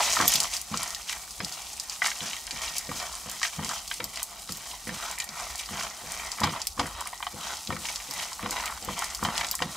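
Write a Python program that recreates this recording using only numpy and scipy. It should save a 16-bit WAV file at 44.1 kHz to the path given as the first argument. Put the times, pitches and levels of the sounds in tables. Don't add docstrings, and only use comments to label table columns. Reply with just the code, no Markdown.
import sys
import numpy as np
from scipy import signal
from scipy.fft import rfft, irfft, next_fast_len
from scipy.io import wavfile

SR = 44100
rng = np.random.default_rng(int(sys.argv[2]) if len(sys.argv) > 2 else 0)


def output_pcm(signal):
    pcm = np.clip(np.atleast_2d(signal).T, -1, 1) * 32767
    wavfile.write(sys.argv[1], SR, np.round(pcm).astype(np.int16))


def invert_db(level):
    return 10 ** (np.asarray(level, dtype=float) / 20)


N = 430416


def rms_one(x):
    return x / np.sqrt(np.mean(x ** 2) + 1e-20)


def in_time(rows):
    t_s, *columns = np.transpose(rows)
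    return [np.interp(np.arange(N) / SR, t_s, column) for column in columns]


def coloured(x, points):
    size = next_fast_len(N)
    hz = np.maximum(np.fft.rfftfreq(size, 1 / SR), 1)
    point_hz, point_db = np.transpose(points)
    gain_db = np.interp(np.log(hz), np.log(point_hz), point_db)
    return irfft(rfft(x, size) * invert_db(gain_db), size)[:N]


def band(x, low_hz, high_hz):
    return signal.sosfilt(signal.butter(2, [low_hz, high_hz], "band", fs=SR, output="sos"), x)


def drift(rate_hz):
    step, settle = 40, 2000
    r = np.exp(-2 * np.pi * rate_hz * step / SR)
    noise = rng.standard_normal(N // step + settle + 2)
    slow = signal.lfilter([1], [1, -2 * r, r * r], noise)[settle:]
    return np.interp(np.arange(N) / step, np.arange(len(slow)), rms_one(slow))


def ring(clicks, hz, t60_s):
    r, w = invert_db(-60 / (t60_s * SR)), 2 * np.pi * hz / SR
    return signal.lfilter([0, np.sin(w)], [1, -2 * r * np.cos(w), r * r], clicks + 1e-18)


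def grains(per_s, spread_db):
    sizes = invert_db(spread_db * np.minimum(rng.exponential(1, N), 5)) * rng.choice([-1, 1], N)
    return sizes * (rng.random(N) < per_s / SR)


def add_at(out, t_s, sound):
    at = round(t_s * SR)
    out[at:at + len(sound)] += sound[:N - at]


def swells(crest_s, swell_s, ebb_s, db):
    swing_db, rounding = 20, 1.39
    late_s = np.arange(0, N / SR, .002)[:, None] - crest_s
    away = np.maximum(late_s / ebb_s, -late_s / swell_s)
    return np.sum(invert_db(db - swing_db * away ** rounding) ** 2, axis=1)


# t/s, relative peak level/dB, rocking time/s (75 dB down),
# relative level of modes over 250 Hz/dB
THUDS = [(0.202, -26, 0.34, 23), (0.35, -37, 0.16, -26), (0.714, -31, 0.4, -27), (0.742, -39, 0.15, -4),
         (1.402, -33.5, 0.099, 17), (2.215, -37.5, 0.19, -10), (2.529, -41.5, 0.16, 7),
         (2.739, -51, 0.17, -14), (2.891, -30, 0.17, -9), (3.26, -37, 0.14, -8), (3.585, -30, 0.2, -19),
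         (3.629, -40, 0.16, -21), (3.684, -46, 0.12, -10), (4, -33.5, 0.074, 9), (4.496, -36, 0.11, -8),
         (4.872, -32, 0.12, -13), (4.89, -33.5, 0.16, -18), (5.292, -44, 0.2, -13), (5.71, -35, 0.28, -19),
         (6.038, -42, 0.27, 7), (6.412, -28, 0.13, -19), (6.435, -22, 0.095, -16), (6.791, -24.5, 0.27, -1),
         (7.342, -35.5, 0.13, -2), (7.693, -27.5, 0.64, -9), (8.088, -42, 0.15, -4),
         (8.433, -30.5, 0.72, 1), (8.823, -40, 0.15, -1), (8.879, -29.5, 0.15, -10),
         (9.227, -24.5, 0.068, -11), (9.617, -27, 0.14, 9)]
# crest t/s, swell/s, ebb/s, relative nut rattle level/dB,
# relative seed rustle level/dB
STROKES = [(0.0, .05, 0.041, -22.5, -46), (0.12, 0.26, 0.18, -31.5, -26.5),
           (0.218, 0.068, 0.04, -22.5, -32.5), (0.34, 0.26, 0.17, -35.5, -28),
           (0.45, 0.19, 0.051, -32.5, -33.5), (0.82, 0.25, 0.32, -43, -37.5),
           (1.13, 0.086, 0.2, -43.5, -42.5), (1.6, 0.27, 0.062, -42, -45), (1.85, 0.99, 0.3, -51, -43.5),
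           (2.04, 0.035, 0.17, -36.5, -33), (2.32, 0.28, 0.14, -41.5, -39.5), (2.65, 0.26, 0.3, -39, -36),
           (3.04, 0.32, 0.23, -39, -39.5), (3.3, 0.2, 0.31, -43, -41), (3.72, 0.19, 0.14, -36, -35.5),
           (4.19, 0.12, 0.085, -41.5, -40), (4.33, 0.097, .2, -44.5, -69), (4.68, 0.31, 0.19, -42.5, -44),
           (5.03, 0.11, 0.14, -40, -39.5), (5.11, 0.19, 0.085, -40, -41.5),
           (5.2, 0.031, 0.19, -43.5, -43.5), (5.41, 0.13, 0.28, -38, -39), (5.83, 0.18, 0.15, -34, -37),
           (6.12, 0.11, 0.31, -41.5, -42.5), (6.26, 0.54, 0.24, -38.5, -42), (6.57, 0.39, 0.11, -38, -43.5),
           (7.01, 0.18, 0.2, -40, -54), (7.26, 0.043, 0.15, -45, -58), (7.48, 0.15, 0.19, -35, -36),
           (7.88, 0.17, 0.24, -41.5, -36.5), (8.22, 0.21, 0.14, -36, -34.5),
           (8.61, 0.38, 0.23, -34.5, -42.5), (9.02, 0.25, 0.25, -36, -38), (9.42, 0.27, 0.14, -31.5, -39),
           (9.76, 0.2, .1, -36.5, -43)]
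# t/s, relative level/dB, ebb/s
SPILLS = [(0.34, -37, .04), (0.537, -31.5, 0.13), (1.096, -34.5, 0.07), (1.486, -40.5, 0.29),
          (1.922, -38, 0.1), (2.062, -28, 0.025), (2.225, -37.5, 0.15), (2.766, -35, 0.07),
          (2.955, -37, 0.081), (3.447, -28.5, 0.068), (3.535, -38.5, .07), (3.93, -41, 0.16),
          (4.503, -48, 0.15), (4.897, -42.5, 0.2), (5.597, -36.5, 0.096), (6.441, -27.5, 0.022),
          (6.617, -43, 0.048), (6.805, -43, 0.095), (7.889, -30, 0.03), (8.535, -36, 0.12),
          (9.254, -36, 0.046), (9.368, -36, 0.045), (9.617, -38, 0.035)]


def stirring():
    spill_rattle_db, push_drag_db = -11, -20.5
    jump_db, jump_swell_s, jump_ebb_s = -11, 0.048, 0.12
    drag_on_db, drag_swell_s, drag_ebb_s = -8.5, 0.04, 0.1
    rest_rattle_db, rest_rustle_db, rest_drag_db = -68, -50.5, -65.5
    crest_s, swell_s, ebb_s, push_db, seed_db = np.transpose(STROKES)
    spill_s, spill_db, spill_ebb_s = np.transpose(SPILLS)
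    land_s, land_db = np.transpose(THUDS)[:2]

    pushed = swells(crest_s, swell_s, ebb_s, push_db)
    spilled = swells(spill_s, 0.44 * spill_ebb_s, spill_ebb_s, spill_db)
    jumped = swells(land_s + 0.024, jump_swell_s, jump_ebb_s, land_db + jump_db)
    dragged_on = swells(land_s + 0.019, drag_swell_s, drag_ebb_s, land_db + drag_on_db)
    rubbed = swells(crest_s, swell_s, 1.12 * ebb_s, seed_db)

    rattle = pushed + invert_db(spill_rattle_db) ** 2 * spilled + invert_db(rest_rattle_db) ** 2 + jumped
    drag = invert_db(push_drag_db) ** 2 * pushed + invert_db(rest_drag_db) ** 2 + dragged_on
    rustling = rubbed + spilled + invert_db(rest_rustle_db) ** 2
    levels_db = 10 * np.log10(np.c_[rattle, drag, rustling])
    rattle_db, drag_db, rustle_db = in_time(np.c_[np.arange(len(drag)) * .002, levels_db])
    hard_db = -1.54 + 0.31 * (rustle_db - rattle_db)
    return rattle_db, hard_db, drag_db, rustle_db


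# f/Hz, level/dB, t60/s before scaling
PAN_LOW = [(95, 4, 0.15), (168.6, 3.5, 0.14), (209, 6.5, 0.1), (280, -2.5, 0.088), (335, -6, 0.1),
           (404, -13, 0.07), (494, 1.5, 0.088)]


def blade(drag_db):
    judder = grains(600.0, spread_db=-0.5)
    drag = sum(invert_db(db) * ring(judder, hz, 0.38 * t60_s) for hz, db, t60_s in PAN_LOW)
    out = invert_db(drag_db - 0.65) * rms_one(band(drag, 111, 610))
    t = np.arange(int(.3 * SR)) / SR
    shakes = rng.standard_normal((len(THUDS), len(t)))
    for (land_s, peak_db, rock_s, upper_db), shake in zip(THUDS, shakes):
        rocking = 0.59 * shake * invert_db(-75.0 * t / max(rock_s, .02))
        push = 17.0 * (t == 0) + rocking
        thud = np.zeros(len(t))
        for hz, db, t60_s in PAN_LOW:
            mode_db = db + (hz > 250) * (upper_db + 14.5)
            thud += invert_db(mode_db) * ring(push, hz, 0.74 * t60_s)
        thud = band(thud, 77, 730)
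        add_at(out, land_s, invert_db(peak_db + 0.8) * thud / np.abs(thud).max())
    return out


# t/s, relative peak level/dB, relative brightness/dB, centre f/Hz
KNOCKS = [(0.166, -7.5, -38, 1150), (0.201, -8.5, -38, 1210), (0.221, -15, -38, 1290),
          (0.324, -14, 3, 1900), (0.83, -24, -13, 1200), (0.861, -26, -15, 1000), (0.962, -30, -8, 2000),
          (1.089, -23, 0, 2600), (0.74, -15, -12, 1160), (1.096, -16.5, -5, 2000), (1.128, -21.5, -5, 2000),
          (1.167, -29, -8, 1300), (1.277, -30, -5, 1170), (1.403, -16.5, -5, 1600), (2.019, -7, -20, 1850),
          (2.043, -15, -8, 1300), (2.06, -11.5, -21, 1900), (2.08, -17, -16, 1900), (2.115, -19, -10, 2000),
          (2.205, -19, -5, 3000), (2.365, -23, -2, 2300), (2.678, -19, -6, 3200), (2.331, -20.5, -6, 2390),
          (2.476, -25, -6, 1910), (2.508, -26, 0, 2240), (2.892, -26, -17, 1720), (2.914, -20, -24, 1020),
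          (3.416, -20, -20, 1310), (3.43, -11.5, -7, 1950), (3.45, -16, -5, 2000), (3.53, -28, -3, 1120),
          (3.591, -22.5, -30, 1030), (3.713, -19, -21, 1320), (3.913, -15.5, -7, 2000),
          (4.002, -17.5, -7, 1690), (4.172, -22, -2, 2070), (4.195, -24, -4, 2600), (4.22, -23.5, -8, 980),
          (4.49, -24, -2, 1350), (4.713, -24, 0, 3000), (4.872, -25, -13, 1720), (4.891, -20, -8, 1690),
          (5.179, -23, -17, 2290), (5.2, -18, -3, 2300), (5.221, -22, -2, 3200), (5.398, -23, -18, 850),
          (5.549, -24.5, -18, 815), (5.594, -21, -2, 3100), (5.634, -26, -2, 3100),
          (5.688, -24.5, -6, 1140), (6.384, -23, -11, 1230), (6.397, -23, -13, 1150),
          (6.4164, -13.5, -33, 980), (6.434, -8.5, -3, 1200), (6.44, -9.5, -14, 900), (6.45, -16, -5, 1300),
          (6.472, -17, -11, 1100), (6.493, -21, 0, 3100), (6.535, -21, -20, 1000), (6.591, -32, -15, 1200),
          (6.617, -36, 2, 3000), (6.669, -29, -1, 2300), (6.776, -24, -25, 972), (6.7941, -9.5, -10, 1100),
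          (6.8, -12.5, -12, 1000), (6.811, -21, -15, 850), (6.828, -24, -12, 900),
          (6.857, -24.5, -19, 1700), (7.011, -19, -17, 1100), (7.058, -24.5, -16, 1090),
          (7.069, -24.5, -7, 2000), (7.13, -22.5, -15, 912), (7.204, -24.5, -38, 970),
          (7.226, -16.5, -12, 960), (7.2672, -14.5, -8, 945), (7.703, -15.5, -18, 1140),
          (7.724, -21, -6, 1700), (7.765, -23, -12, 1700), (7.853, -19.5, -2, 2450), (7.886, -18, -7, 2300),
          (8.0, -26, -6, 2300), (8.197, -18.5, -2, 2300), (8.317, -26, -16, 1100), (8.392, -25, -27, 1170),
          (8.427, -22.5, -13, 2490), (8.459, -14.5, -18, 900), (8.494, -25, -25, 1000),
          (8.516, -28, -13, 2000), (8.566, -18, -6, 2200), (8.598, -21, -8, 1900), (8.663, -22, -21, 2280),
          (8.677, -19, -9, 2300), (8.697, -21, -16, 1100), (8.722, -23, -22, 1140), (8.776, -26, -17, 1130),
          (8.887, -19, -42, 910), (9.021, -14.5, -20, 1080), (9.191, -27, -23, 1100),
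          (9.228, -13, -55, 970), (9.249, -9, -12, 1050), (9.26, -20, -20, 1200), (9.285, -15.5, -36, 912),
          (9.354, -17, -3, 1000), (9.41, -14.5, -6, 2000), (9.377, -16, 0, 3000), (9.446, -20, -3, 2100),
          (9.529, -25.5, -9, 3400), (9.539, -22.5, -14, 1150), (9.59, -22, -1, 1900),
          (9.601, -20.5, -21, 970), (9.621, -10, -11, 1070)]
# f/Hz, level/dB, t60/s before scaling
PAN = [(609, -14.5, 0.18), (732, 0.5, 0.084), (879.4, 0, 0.083), (980, 6, 0.031), (1120, 10, 0.026),
       (1290, 6.5, 0.039), (1366, 3.5, 0.034), (1704, 3, 0.039), (1881, 1, 0.078), (2000, 7, 0.028),
       (2310, 4, 0.047), (2517, -3, 0.054), (2806, -0.5, 0.048), (3116, 5, 0.036), (3417, -0.5, 0.043),
       (3850, 1.5, 0.034), (4320, -1.5, 0.032), (5040, -2, 0.064)]


def nuts(rattle_db, hard_db):
    contacts = grains(700.0 * invert_db(3.0 * drift(18.0)), spread_db=1.5)
    place = rng.integers(0, 3, N)
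    rung = []
    for k, (hz, db, t60_s) in enumerate(PAN):
        moving = contacts * (place == k % 3) * invert_db(3.27 * drift(3.45))
        rung.append(invert_db(db) * ring(moving, hz, (0.3 + 0.16 * (hz > 1800)) * t60_s))
    rung = np.array(rung)
    low = np.array(PAN)[:, 0] < 1550
    lower, upper = rms_one(rung[low].sum(0)), rms_one(rung[~low].sum(0))
    out = invert_db(rattle_db - 2.0) * (lower + invert_db(hard_db) * upper)

    t = np.arange(int(.12 * SR)) / SR
    shape = len(KNOCKS), len(t)
    bounces = rng.standard_normal(shape) * (rng.random(shape) < 1500.0 / SR)
    strengths_db = rng.normal(0, 2.5, (len(KNOCKS), len(PAN)))
    for (knock_s, peak_db, bright_db, centre_hz), bounce, strength_db in zip(KNOCKS, bounces, strengths_db):
        clatter_s = 0.0043 * invert_db(0.15 * (peak_db + 23.5))
        push = (t == 0) + 0.35 * bounce * np.exp(-t / clatter_s)
        knock = invert_db(-10) * band(push, .5 * centre_hz, 2 * centre_hz) * SR / centre_hz / 6
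        for k, (hz, db, t60_s) in enumerate(PAN):
            upper = np.clip(np.log2(hz / 1900), 0, 1)
            near_db = -13.0 * min(abs(np.log2(hz / centre_hz)), 1)
            mode_db = db + near_db + upper * (bright_db + 14.0) + strength_db[k]
            mode_hz = hz * invert_db(0.062 * strength_db[k - 1])
            knock = knock + (-1) ** k * invert_db(mode_db) * ring(push, mode_hz, 0.5 * t60_s)
        add_at(out, knock_s, invert_db(peak_db - 3.5) * knock / np.abs(knock).max())
    return band(out, 720, 5500)


# f/Hz, relative level/dB
RUSTLE = [(1500, -26), (2500, -5), (4000, -4.5), (6000, 2), (8000, -3), (10000, -8.5), (13000, -12.5),
          (15700, -18), (16100, -50)]


def rustle(rustle_db):
    rubbing = grains(7000.0 * invert_db(4.1 * drift(30.0)), spread_db=1.5)
    ticks = grains(380.0 * invert_db(4.5 * drift(15.0)), spread_db=2.5)
    pitches_hz, dealt = np.geomspace(2200, 12000, 14), rng.integers(0, 14, N)
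    rung = np.zeros(N)
    for k, hz in enumerate(pitches_hz):
        rung += band(ticks * (dealt == k) + 1e-18, 0.7 * hz, 1.16 * hz) / np.sqrt(hz)
    mix = rms_one(rubbing) + invert_db(-4.0) * rms_one(rung)
    return invert_db(rustle_db - 0.58) * rms_one(coloured(mix, RUSTLE))


# t/s, relative peak level/dB, centre f/Hz, relative top band level/dB
SPITS = [(0.0446, -14, 5850, -3), (0.1209, -20, 6200, -20), (0.1369, -12, 6250, -26),
         (0.19, -16, 5500, -25), (0.212, -11, 6540, -20), (0.279, 2, 5970, 2.5), (0.3205, -9, 7600, -20),
         (0.3385, -2.5, 6530, -11), (0.357, -4, 5030, -10), (0.4028, -6.5, 7000, -15),
         (0.431, -15, 7600, -26), (0.437, -14, 6500, -26), (0.5152, -24, 5400, -26),
         (0.5364, -16, 5500, -20), (0.5667, -15.5, 6200, -16), (0.6147, -17, 8200, -5),
         (0.7739, -10, 6200, -10), (0.8314, -10.5, 7750, -12), (0.9056, -18, 6700, -33),
         (0.948, -13.5, 5270, -10), (1.1276, -18, 6800, -6), (1.308, -22, 7100, -18),
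         (1.4473, -14, 6500, -14), (1.5236, -20, 5700, -20), (1.732, -24, 7500, -18),
         (1.7987, -12.5, 7000, -12), (1.8972, -15, 5600, -24), (2.0559, -11, 5700, -22),
         (2.0706, -10, 7400, -11), (2.155, -25, 5750, -20), (2.1876, -22, 6700, -20),
         (2.4679, -19, 6700, -17), (2.5089, -17, 5100, -25), (2.767, -17, 7000, -26),
         (2.783, -7, 8600, -17), (2.8706, -24, 5300, -20), (3.0003, -18, 4670, -22),
         (3.127, -23, 5700, -20), (3.153, -17.5, 6400, -20), (3.2983, -17, 6140, 0),
         (3.315, -18, 9200, -19), (3.4163, -21, 5150, -22), (3.4303, -9, 5500, -25),
         (3.6468, -14.5, 6700, -14), (3.692, -13.5, 6100, -26), (3.781, -20, 4900, -22),
         (3.791, -25, 4400, -25), (3.8778, -19.5, 5900, -29), (3.9408, -17, 7100, -15),
         (4.042, -10.5, 6800, 2), (4.159, -22, 4900, -25), (4.174, -20, 6000, -20),
         (4.23, -10.5, 9300, -10), (4.356, -35, 10000, -8), (4.3966, -31, 4600, -20),
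         (4.4202, -28, 8100, -11), (4.476, -29, 5000, -22), (4.494, -22, 5500, -20),
         (4.5221, -16, 7300, -3), (4.5711, -22, 7900, 4), (4.878, -22, 8400, -12), (5.1, -25, 7500, -15),
         (5.113, -19, 7900, -4), (5.1861, -17, 8400, -7), (5.2018, -12.5, 6140, -32),
         (5.2424, -20, 8600, -9), (5.2906, -20.5, 5100, -20), (5.439, -27, 5000, -20),
         (5.5566, -17, 7100, -22), (5.58, -22, 8000, -18), (5.611, -23, 7000, -18),
         (5.6597, -25, 5100, -18), (5.8345, -19, 6200, -20), (6.1201, -15.5, 7500, -10),
         (6.318, -13.5, 6200, -15), (6.4034, -14.5, 7600, -19), (6.4385, -17, 5800, -26),
         (6.6175, -13, 5470, -22), (6.6707, -10, 7060, -1), (6.7971, -12.5, 5200, -21),
         (6.8675, -21, 7000, -18), (7.0078, -16, 7760, -10), (7.0732, -18, 7840, -10),
         (7.5385, -36, 6370, -17), (7.5704, -22, 5660, -20), (7.6733, -16.5, 4700, -30),
         (7.959, -15, 5540, -27), (8.1101, -15.5, 6640, -1), (8.1378, -18, 7900, -12),
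         (8.331, -19, 6000, -20), (8.5086, -12, 6660, -6.5), (8.6582, -16, 6050, -6),
         (8.709, -24, 8100, -15), (8.749, -29, 6000, -18), (8.8255, -24, 6200, -18),
         (8.8483, -21.5, 7500, 4), (8.9915, -12, 7700, -19), (9.0433, -13.5, 7200, -20),
         (9.1074, -23, 5800, -20), (9.1485, -13.5, 5900, -5), (9.2373, -20, 7000, -2),
         (9.379, -10.5, 5870, -35), (9.446, -18, 5200, -20), (9.468, -21, 7300, -18),
         (9.487, -17.5, 5540, -18), (9.5128, -7, 6130, 2), (9.5528, -11.5, 7840, -14),
         (9.6234, -16, 5500, -24)]
# lag t/s, level/dB
WALL_ECHOES = [(.0004, -8), (.0015, -13), (.0021, -13)]


def spits():
    t, out = np.arange(int(.03 * SR)) / SR, np.zeros(N)
    low, high = np.transpose([(0, N / SR), (-33, -26), (5500, 7500), (-18, -10)])
    rows = np.r_[SPITS, low + (high - low) * rng.random((24, 4))]
    sprays = rng.standard_normal((len(rows), len(t)))
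    click = 1. * (t == 0)
    for lag_s, echo_db in WALL_ECHOES:
        click[round(lag_s * SR)] += invert_db(echo_db)
    for (spit_s, peak_db, hz, top_db), spray in zip(rows, sprays):
        spray_level = invert_db(-14.0) * np.exp(-t / .0002) + invert_db(-27.0) * np.exp(-t / .006)
        burst = click + spray * spray_level
        body = band(burst, 0.65 * hz, min(1.373 * hz, 17000))
        snap = body + invert_db(top_db - 2.2) * band(burst, 10900, 14600)
        add_at(out, spit_s, invert_db(peak_db + 0.47) * snap / np.abs(snap).max())
    return out


# f/Hz, relative level/dB
SIZZLE = [(1500, -31), (2500, -19), (4000, 1), (6000, 0), (8000, 3), (10000, -1), (13000, -6),
          (15700, -8.5), (16100, -53)]


def sizzle():
    fine = grains(9000.0 * invert_db(3.9 * drift(12.0)), spread_db=5.0)
    return invert_db(-46.5) * rms_one(coloured(fine, SIZZLE))


# t/s, level/dB
RUMBLE = [(0.0, -51.5), (2.12, -63), (3.04, -51.5), (3.18, -60.5), (6.87, -54.5), (6.96, -48), (7.04, -60),
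          (9.27, -50.5), (9.76, -59)]


def rumble():
    noise = band(band(band(rng.standard_normal(N), 33.4, 66.0), 35.0, 92), 36.0, 104)
    return invert_db(in_time(RUMBLE)[0] + 2.5 * drift(4.6)) * rms_one(noise)


# f/Hz, relative level/dB
AIR = [(53, -52), (90, -8), (563, -9.5), (789, 4), (1030, -9), (1110, 2.5), (1510, -13), (1820, -32),
       (2050, -39), (2440, -18), (3000, -64), (3900, -57), (6600, -120)]


def steady_air():
    return invert_db(-56) * rms_one(coloured(rng.standard_normal(N), AIR))


def kitchen(x, t60_s):
    t = np.arange(int(.4 * SR)) / SR
    tail = rng.standard_normal(len(t)) * invert_db(-60 * t / t60_s) * (t > .001)
    tail = signal.sosfilt(signal.cheby2(10, 50, 15800, fs=SR, output="sos"), tail)
    return signal.fftconvolve(x, tail / np.sqrt(np.sum(tail ** 2)))[:N]


# f/Hz, gain level/dB
WIDTH = [(40, -13), (150, -18.5), (300, -14.5), (600, -20), (1500, -21), (3000, -11), (4500, -10),
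         (7500, -8.5), (9000, -8.5), (15000, -9.5)]


def scene():
    rattle_db, hard_db, drag_db, rustle_db = stirring()
    thuds, clatter, snaps = blade(drag_db), nuts(rattle_db, hard_db), spits()
    hush = steady_air() + rumble()
    struck = clatter + snaps
    mid = thuds + struck + hush + sizzle() + rustle(rustle_db)
    mid = mid + invert_db(-9) * kitchen(struck, t60_s=0.085)
    sway = (thuds + hush) * drift(8.0)
    spread = sizzle() + rustle(rustle_db) + kitchen(struck, t60_s=0.034) + sway
    side = coloured(spread, WIDTH) + invert_db(-24) * band(snaps, 4100, 11000)
    return mid + side * [[1], [-1]]


def band_limit(x):
    return signal.sosfilt(signal.butter(12, 16980, fs=SR, output="sos"), x)


def record(dry):
    ceiling = .95
    rounded = ceiling * np.tanh(dry / ceiling)
    mix = signal.sosfilt(signal.cheby2(12, 70, 16900, fs=SR, output="sos"), rounded)
    return band_limit(mix)


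dry = scene()
out = record(dry)
output_pcm(out)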